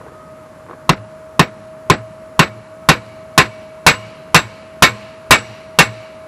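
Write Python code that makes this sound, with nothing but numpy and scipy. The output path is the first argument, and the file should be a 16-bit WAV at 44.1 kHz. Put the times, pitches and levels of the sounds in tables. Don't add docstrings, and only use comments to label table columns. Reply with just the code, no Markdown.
import sys
import numpy as np
from scipy import signal
from scipy.io import wavfile
from scipy.ndimage import uniform_filter1d

SR = 44100
rng = np.random.default_rng(int(sys.argv[2]) if len(sys.argv) > 2 else 0)


def put_to_file(sound):
    columns = np.atleast_2d(sound).T
    safe = np.clip(columns, -1, 1)
    whole_steps = np.round(safe * 32767)
    wavfile.write(sys.argv[1], SR, whole_steps.astype(np.int16))


def volts_from_decibels(level):
    exponent = np.asarray(level, float) / 20
    return 10 ** exponent


N = 276507

# (frequency [Hz], density [dB per Hz])
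HUM_SPECTRUM = [(15, -70.5), (25, -40), (102, -6.5), (363, -12.5), (545, -15.5), (624, -4.5), (695, -17.5),
                (1130, -11.5), (3340, -32), (11300, -36.5), (12500, -40.5), (13600, -79), (16000, -83)]
# (time [s], frequency [Hz], level [dB])
FAN_TONE = [(0, 627, -48.5), (.3, 628.6, -40), (.65, 631.2, -44), (.7, 631.8, -56), (.77, 630.9, -40.5),
            (2.2, 636.6, -36), (2.62, 632.6, -40), (3.0, 641, -39.5), (3.4, 634, -38.5), (3.6, 633, -37),
            (4.3, 637.5, -39), (4.45, 646, -47), (4.56, 637.5, -40), (5.15, 640, -39), (5.451, 636.4, -40),
            (5.65, 638.2, -38.5), (6.0, 635.8, -37.5), (6.27, 635.5, -38)]
# (frequency [Hz], width [Hz], level [dB])
FAN_HISS = [(4237, 60, -78), (7150, 200, -70), (10815, 80, -71)]
# (time [s], peak level [dB], pitch [Hz], t60 [s])
TOUCHES = [(0.012, -26.5, 1050, 0.017), (.021, -42, 500, .02), (.039, -31, 560, .02),
           (.064, -29, 720, 0.013), (.083, -29, 1150, 0.012), (.119, -30, 487, 0.02),
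           (0.664, -34, 890, 0.021), (0.686, -29, 1120, 0.017), (0.696, -24, 1050, 0.015),
           (0.7099, -20.5, 1160, 0.013), (.721, -36, 920, 0.012), (0.7316, -23, 1100, 0.016),
           (0.739, -35, 1200, .015), (.75, -34, 704, 0.032)]
# (frequency [Hz], t60 [s])
SHED_SPECTRUM = [(100, -15), (500, 10.5), (1500, 5), (2200, 7), (2900, 6.5), (3300, -2.5), (4200, 4),
                 (6000, -7), (8000, 1), (15000, 0)]
SHED_T60 = [(200, 0.35), (2000, 1.99), (5000, 1.61), (10000, 0.22)]
# (frequency [Hz], level [dB], t60 [s])
FREE_END_MODES = [(112.6, -30, 1.25), (205.5, -37.5, 1.4)]
# (frequency [Hz], level [dB], t60 [s])
THUD_MODES = [(71, -45, 0.033), (157.6, -4.5, 0.043), (160.3, -13, 0.059), (239.8, -17, 0.069),
              (390.4, -20.5, 0.08)]
# (frequency [Hz], width [Hz], level [dB], t60 [s])
BLOCK_RINGS = [(1051, 25, -32, 0.44), (2020, 25, -74, 0.37), (2264, 7.4, -47, 1.64), (2664, 38, -56, 2.2),
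               (2836, 34, -50, 1.25), (3900, 90, -54, 1.3), (5680, 100, -53.5, 1.14)]
# (level [dB], t60 [s])
HEAD_HZ = [5590, 5950, 7550, 7854, 11700, 12000]
HEAD_DECAYS = [(-24, 0.17), (-41, 0.075), (-14, 0.2), (-16.5, 0.28), (-53, 0.095), (-42, 0.15)]
# (frequency [Hz], level [dB], t60 [s])
RIVET_MODES = [(1050, 8, 0.027), (1242, 2, 0.018)]
# (frequency [Hz], t60 [s])
CRACK_SPECTRUM = [(100, -39), (400, -8), (1000, -14), (2500, -8), (6000, -5), (15000, -31)]
CRACK_T60 = [(500, 0.099), (3000, 0.028), (10000, 0.017)]
# (frequency [Hz], t60 [s])
CLATTER_SPECTRUM = [(60, -19), (110, -1.5), (500, -3), (800, 0), (1050, -0.5), (1600, -1), (2200, -3.5),
                    (2800, -3), (3100, -13), (3900, -4), (4500, -9.5), (6000, -19.5), (8000, -17),
                    (16000, -49)]
CLATTER_T60 = [(100, 0.21), (600, 0.073), (1500, 0.11), (3000, 0.087), (6000, 0.086), (14000, 0.017)]
# (frequency [Hz], level [dB], t60 [s])
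BAR_MODES = [(223, -10, 0.093), (486, -27, 0.37), (1048, 3, 0.08), (1200, -3, 0.075), (1490, 11, 0.029),
             (1640, -4.5, 0.1), (1806, 3, 0.1), (2235, -1.5, 0.15), (2494, -3, 0.12), (2645, -0.5, 0.086),
             (2712, 5, 0.095), (3800, -20, 0.033), (3773, -3, 0.11), (4750, -20.5, 0.14), (6030, -15, 0.13),
             (7000, -20, 0.039), (7600, -16.5, 0.16), (7550, -44.5, 0.26)]
# (time [s], strength [dB], rebound [dB], hammer side ring [dB], hammer face ring [dB])
BLOWS = [(0.8929, -14.5, -3, 3, -24), (1.3941, -10.5, -7, 7, -17), (1.8994, -12, -2.5, -3, -9.5),
         (2.3924, -8.5, -2.5, 10, -8.5), (2.888, -5, -8.5, 2, -9), (3.3776, -4, -6, -12, -7),
         (3.8646, -0.5, -11, -3, 4.5), (4.3446, -1.5, -12.5, -11, -0.5), (4.8229, 0, -14, 4, -2),
         (5.3079, 0.5, -8.5, -5, 4), (5.7875, -1, -12.5, 11, -2)]
# (frequency [Hz], level [dB])
MICROPHONE = [(20, -22), (52, -0.5), (85, 1.1), (9000, -5.45), (12200, -3), (12900, -7.5), (15600, -15.5),
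              (16300, -40)]

BRIGHTNESS = 1.98, 0.31
RING_LENGTH = 0.97, 0.012
THUD_DB, SWAY_DB, BLOCK_DB = (11, 0.35), (1, 0.18), (4, 1.2)
TOP_RING_DB, ECHO_DB = (6.5, 1.4), (17, 1.33)


def evened(x):
    return x / np.sqrt(np.mean(x ** 2) + 1e-20)


def read(points, hz):
    f, value = np.transpose(points)
    return np.interp(np.log(hz + 1), np.log(f + 1), value)


def add(mix, s, sound):
    part = mix[round(s * SR):][:len(sound)]
    part += sound[:len(part)]


def follow(rule, strength_db):
    return rule[0] + rule[1] * strength_db


def resonate(x, hz, width):
    turn = np.exp(2j * np.pi * np.cumsum(hz * np.ones(len(x))) / SR)
    r = np.exp(-np.pi * width / SR)
    return 2 * (turn * signal.lfilter([1 - r], [1, -r], x / turn)).real


def ring(modes, t, tilt_db, length, scatter_db, split, turns):
    hz, db, t60 = np.repeat(np.transpose(modes), 3, axis=1)[:, :, None]
    a, b, c = rng.standard_normal((len(hz), 1, 3)).transpose(2, 0, 1)
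    level_db = db - 7.5 + tilt_db * np.log2(hz / 1000) + scatter_db * a
    start = volts_from_decibels(level_db) * np.exp(2j * np.pi * turns * c)
    pole = 2j * np.pi * hz * (1 + split * b) - np.log(1000) / (t60 * length)
    return ((start * np.exp(pole * t[::180])).T @ np.exp(pole * t[:180])).imag.ravel()


def wash(colour, t60s, count, tilt_db, length, size):
    hz = np.fft.rfftfreq(size, 1 / SR)[:, None]
    t = np.arange(count * 4 // size + 5) * (size // 4) / SR
    a, b = rng.standard_normal((len(t), len(hz), 2)).T
    start = volts_from_decibels(read(colour, hz) + tilt_db * np.log2(hz / 1000 + 0.054))
    decay = volts_from_decibels(-60 * t / (length * read(t60s, hz)))
    z = (a + 1j * b) * start / np.linalg.norm(start) * decay
    return signal.istft(z, nperseg=size, noverlap=size * 3 // 4)[1][:count]


def hum():
    hz = np.fft.rfftfreq(1024, 1 / SR)
    a, b, patches = rng.standard_normal((N // 256 + 5, 513, 3)).T
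    patches = evened(uniform_filter1d(uniform_filter1d(patches, 10, 0), 12, 1))
    z = (a + 1j * b) * volts_from_decibels(read(HUM_SPECTRUM, hz)[:, None] + 0.46 * patches)
    level_db = -42.5 + 1.5 * np.exp(-np.arange(N) / SR / 0.091)
    return volts_from_decibels(level_db) * evened(signal.istft(z, nperseg=1024, noverlap=768)[1][:N])


def whine():
    t = np.arange(N) / SR
    s, hz, db = np.transpose(FAN_TONE)
    waver = evened(uniform_filter1d(uniform_filter1d(rng.standard_normal((2, N)), 900), 900))
    turns = np.cumsum(np.interp(t, s, hz) + 1.7 * waver[0]) / SR
    swell_db = 0.55 * evened(uniform_filter1d(waver[1], size=4000))
    tone_db = np.interp(t, s, db) + 0.34 * waver[1] + swell_db
    tone = volts_from_decibels(tone_db) * np.sin(2 * np.pi * turns)
    near_db, far_db, fades_s = -50.5, -60.5, 0.58
    octave_db = far_db + (near_db - far_db) * np.clip((fades_s - t) / 0.12, 0, 1)
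    octave_db += 3.7 * evened(uniform_filter1d(waver[0], size=9000))
    tone += volts_from_decibels(octave_db) * np.sin(4 * np.pi * turns)
    air = rng.standard_normal(N)
    hiss = sum(volts_from_decibels(d) * evened(resonate(air, f, w)) for f, w, d in FAN_HISS)
    return np.sqrt(2) * tone + hiss


def touch(peak_db, hz, t60):
    t = np.arange(3000) / SR
    knock = np.sin(2 * np.pi * hz * t)
    knock += 0.4 * np.sin(2 * np.pi * 420 * t) + 0.08 * np.sin(2 * np.pi * 2300 * t)
    grit = rng.standard_normal(len(t))
    scuff = evened(resonate(resonate(grit, 390, 350), 390, 350))
    scuff += 0.49 * evened(resonate(resonate(grit, 1340, 700), 1340, 700))
    tick = knock * volts_from_decibels(-60 * t / t60) + 0.19 * scuff * volts_from_decibels(-60 * t / 0.079)
    tick *= np.sin(np.pi / 2 * np.clip(t / 0.0013, 0, 1)) ** 2
    return volts_from_decibels(peak_db) * tick / abs(tick).max()


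def shed_echoes(t, strength_db):
    echoes = 0.73 * np.clip((t - 0.03) / 0.026, 0, 1)
    echoes += 0.43 * np.clip((t - 0.11) / 0.02, 0, 1)
    echoes += 0.48 * np.exp(-((t - 0.25) / 0.089) ** 2)
    level = volts_from_decibels(follow(ECHO_DB, strength_db) - 49.5)
    return level * wash(SHED_SPECTRUM, SHED_T60, len(t), 0, 0.98, size=256) * echoes


def free_end(t, strength_db):
    db = follow(SWAY_DB, strength_db)
    late = np.clip((t - 0.045) / 0.06, 0, 1) * np.clip((0.31 - t) / 0.08, 0.2, 1)
    beat = 1 + 0.3 * np.cos(2 * np.pi * 10.5 * (t - 0.11))
    low = ring(FREE_END_MODES[:1], t, 0, 0.54, scatter_db=0.6, split=0.022, turns=0.03)
    high = ring(FREE_END_MODES[1:], t, 0, 0.72, scatter_db=1.7, split=0.012, turns=0.023)
    return volts_from_decibels(db + 7) * low * late * beat + volts_from_decibels(db + 3) * high * np.clip(t / 0.087, 0, 1)


def ground_thud(t, strength_db):
    ground = ring(THUD_MODES, t, 0, 1, scatter_db=0.4, split=0.004, turns=0.01)
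    return volts_from_decibels(follow(THUD_DB, strength_db) + 3.5) * ground * (1 - np.exp(-t / 0.0066))


def block_rings(t, strength_db):
    grit = rng.standard_normal(len(t))
    whistles = sum(volts_from_decibels(db + 2.8 * chance - 60 * t / t60) * evened(resonate(grit, hz, width))
                   for (hz, width, db, t60), chance in zip(BLOCK_RINGS, grit))
    return volts_from_decibels(follow(BLOCK_DB, strength_db)) * whistles


def hammer_head(t, side_db, face_db, top_db):
    head = np.column_stack([HEAD_HZ, HEAD_DECAYS])
    head[:, 1] += np.repeat([side_db, face_db, top_db], 2)
    return ring(head, t, 0, 0.75, scatter_db=3.0, split=0.004, turns=0.36)


def blade_shimmer(t, top_db):
    low_hz, high_hz, db, t60 = 8237, 12409, -31.5, 0.2049
    blades = [(hz, db + top_db, t60) for hz in low_hz + (high_hz - low_hz) * rng.random(10)]
    return ring(blades, t, 0, 0.65, scatter_db=5.5, split=0.018, turns=0.26)


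def squeezed_rivet(t, strength_db):
    knock = ring(RIVET_MODES, t, 0, 0.64, scatter_db=1.1, split=0.018, turns=0)
    return volts_from_decibels(0.5 * strength_db + 13.5) * knock


def clatter(t, rebound_db, tilt_db, length):
    def burst(tilt, stretch):
        return wash(CLATTER_SPECTRUM, CLATTER_T60, len(t), tilt, stretch, size=128)

    chatter_db = 2.03 * evened(uniform_filter1d(rng.standard_normal(len(t)), 250))
    sound = volts_from_decibels(5.0 + chatter_db) * burst(tilt_db, length)
    landing = burst(tilt_db, length) * np.clip(t / 0.017, 0, 1)
    add(sound, 0.026, volts_from_decibels(rebound_db) * landing)
    add(sound, 0.07, volts_from_decibels(rebound_db - 18.5) * landing[:len(t) // 2])
    return sound + volts_from_decibels(chatter_db - 16.0) * burst(tilt_db - 1.0, 2.32)


def struck_steel(t, strength_db, rebound_db):
    tilt_db = follow(BRIGHTNESS, strength_db)
    length = follow(RING_LENGTH, strength_db)
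    steel = clatter(t, rebound_db, tilt_db, length)
    steel += volts_from_decibels(-6) * ring(BAR_MODES, t, tilt_db, length, scatter_db=2.0, split=0.00876, turns=0.44)
    steel += volts_from_decibels(10.5) * wash(CRACK_SPECTRUM, CRACK_T60, len(t), tilt_db, 1, size=32)
    overdrive_db = 10
    return steel * volts_from_decibels(strength_db + overdrive_db) * (1 - np.exp(-t / 0.00046))


def blow(strength_db, rebound_db, side_db, face_db):
    t = np.arange(int(SR * 0.6)) / SR
    top_db = follow(TOP_RING_DB, strength_db)
    sound = shed_echoes(t, strength_db) + free_end(t, strength_db)
    sound += ground_thud(t, strength_db) + block_rings(t, strength_db)
    sound += hammer_head(t, side_db, face_db, top_db) + blade_shimmer(t, top_db)
    sound -= squeezed_rivet(t, strength_db)
    sound += struck_steel(t, strength_db, rebound_db)
    return sound * np.clip((t[-1] - t) * 10, 0, 1)


def scene():
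    mix = hum() + whine()
    for s, *row in TOUCHES:
        add(mix, s, touch(*row))
    for s, *row in BLOWS:
        add(mix, s, blow(*row))
    return mix[None]


def drained(x):
    hz, t, z = signal.stft(x, SR, nperseg=512)
    keep, brief = np.exp(-256 / SR / 0.13), np.exp(-256 / SR / 0.013)
    power = (abs(z) ** 2).sum(1)
    edge_hz = 12750 - 2400 * np.tanh(signal.lfilter([1 - keep], [1, -keep], power) / 0.015)
    open_share = np.clip((edge_hz[:, None] - hz[:, None]) / 250 + 0.5, 0, 1)
    bands = uniform_filter1d(uniform_filter1d(abs(z), size=5, axis=1), size=5, axis=2)
    mask = volts_from_decibels(-60) * np.sqrt(signal.lfilter([1 - brief], [1, -brief], power))[:, None]
    kept = np.clip(2.4 * (bands / (mask + 1e-9) - 1), 0, 1) + (hz[:, None] < 7950)
    gain = np.where(bands < volts_from_decibels(-84), open_share, 1) * np.minimum(kept, 1)
    return signal.istft(z * gain, SR, nperseg=512)[1][:, :N]


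def top_cut(x):
    return signal.sosfilt(signal.butter(12, 16510, fs=SR, output="sos"), x)


def record(dry):
    ceiling, knee = 0.91, 6
    squared = dry / (1 + abs(dry / ceiling) ** knee) ** (1 / knee)
    hz = np.linspace(0, SR / 2, 2049)
    response = volts_from_decibels(read(MICROPHONE, hz) - read(MICROPHONE, 1080))
    colour = signal.firwin2(2047, hz, response, fs=SR)
    rounded = signal.oaconvolve(squared, colour[None], "same")
    finished = np.clip(drained(rounded), -1, 1)
    return top_cut(finished)


dry = scene()
out = record(dry)
put_to_file(out)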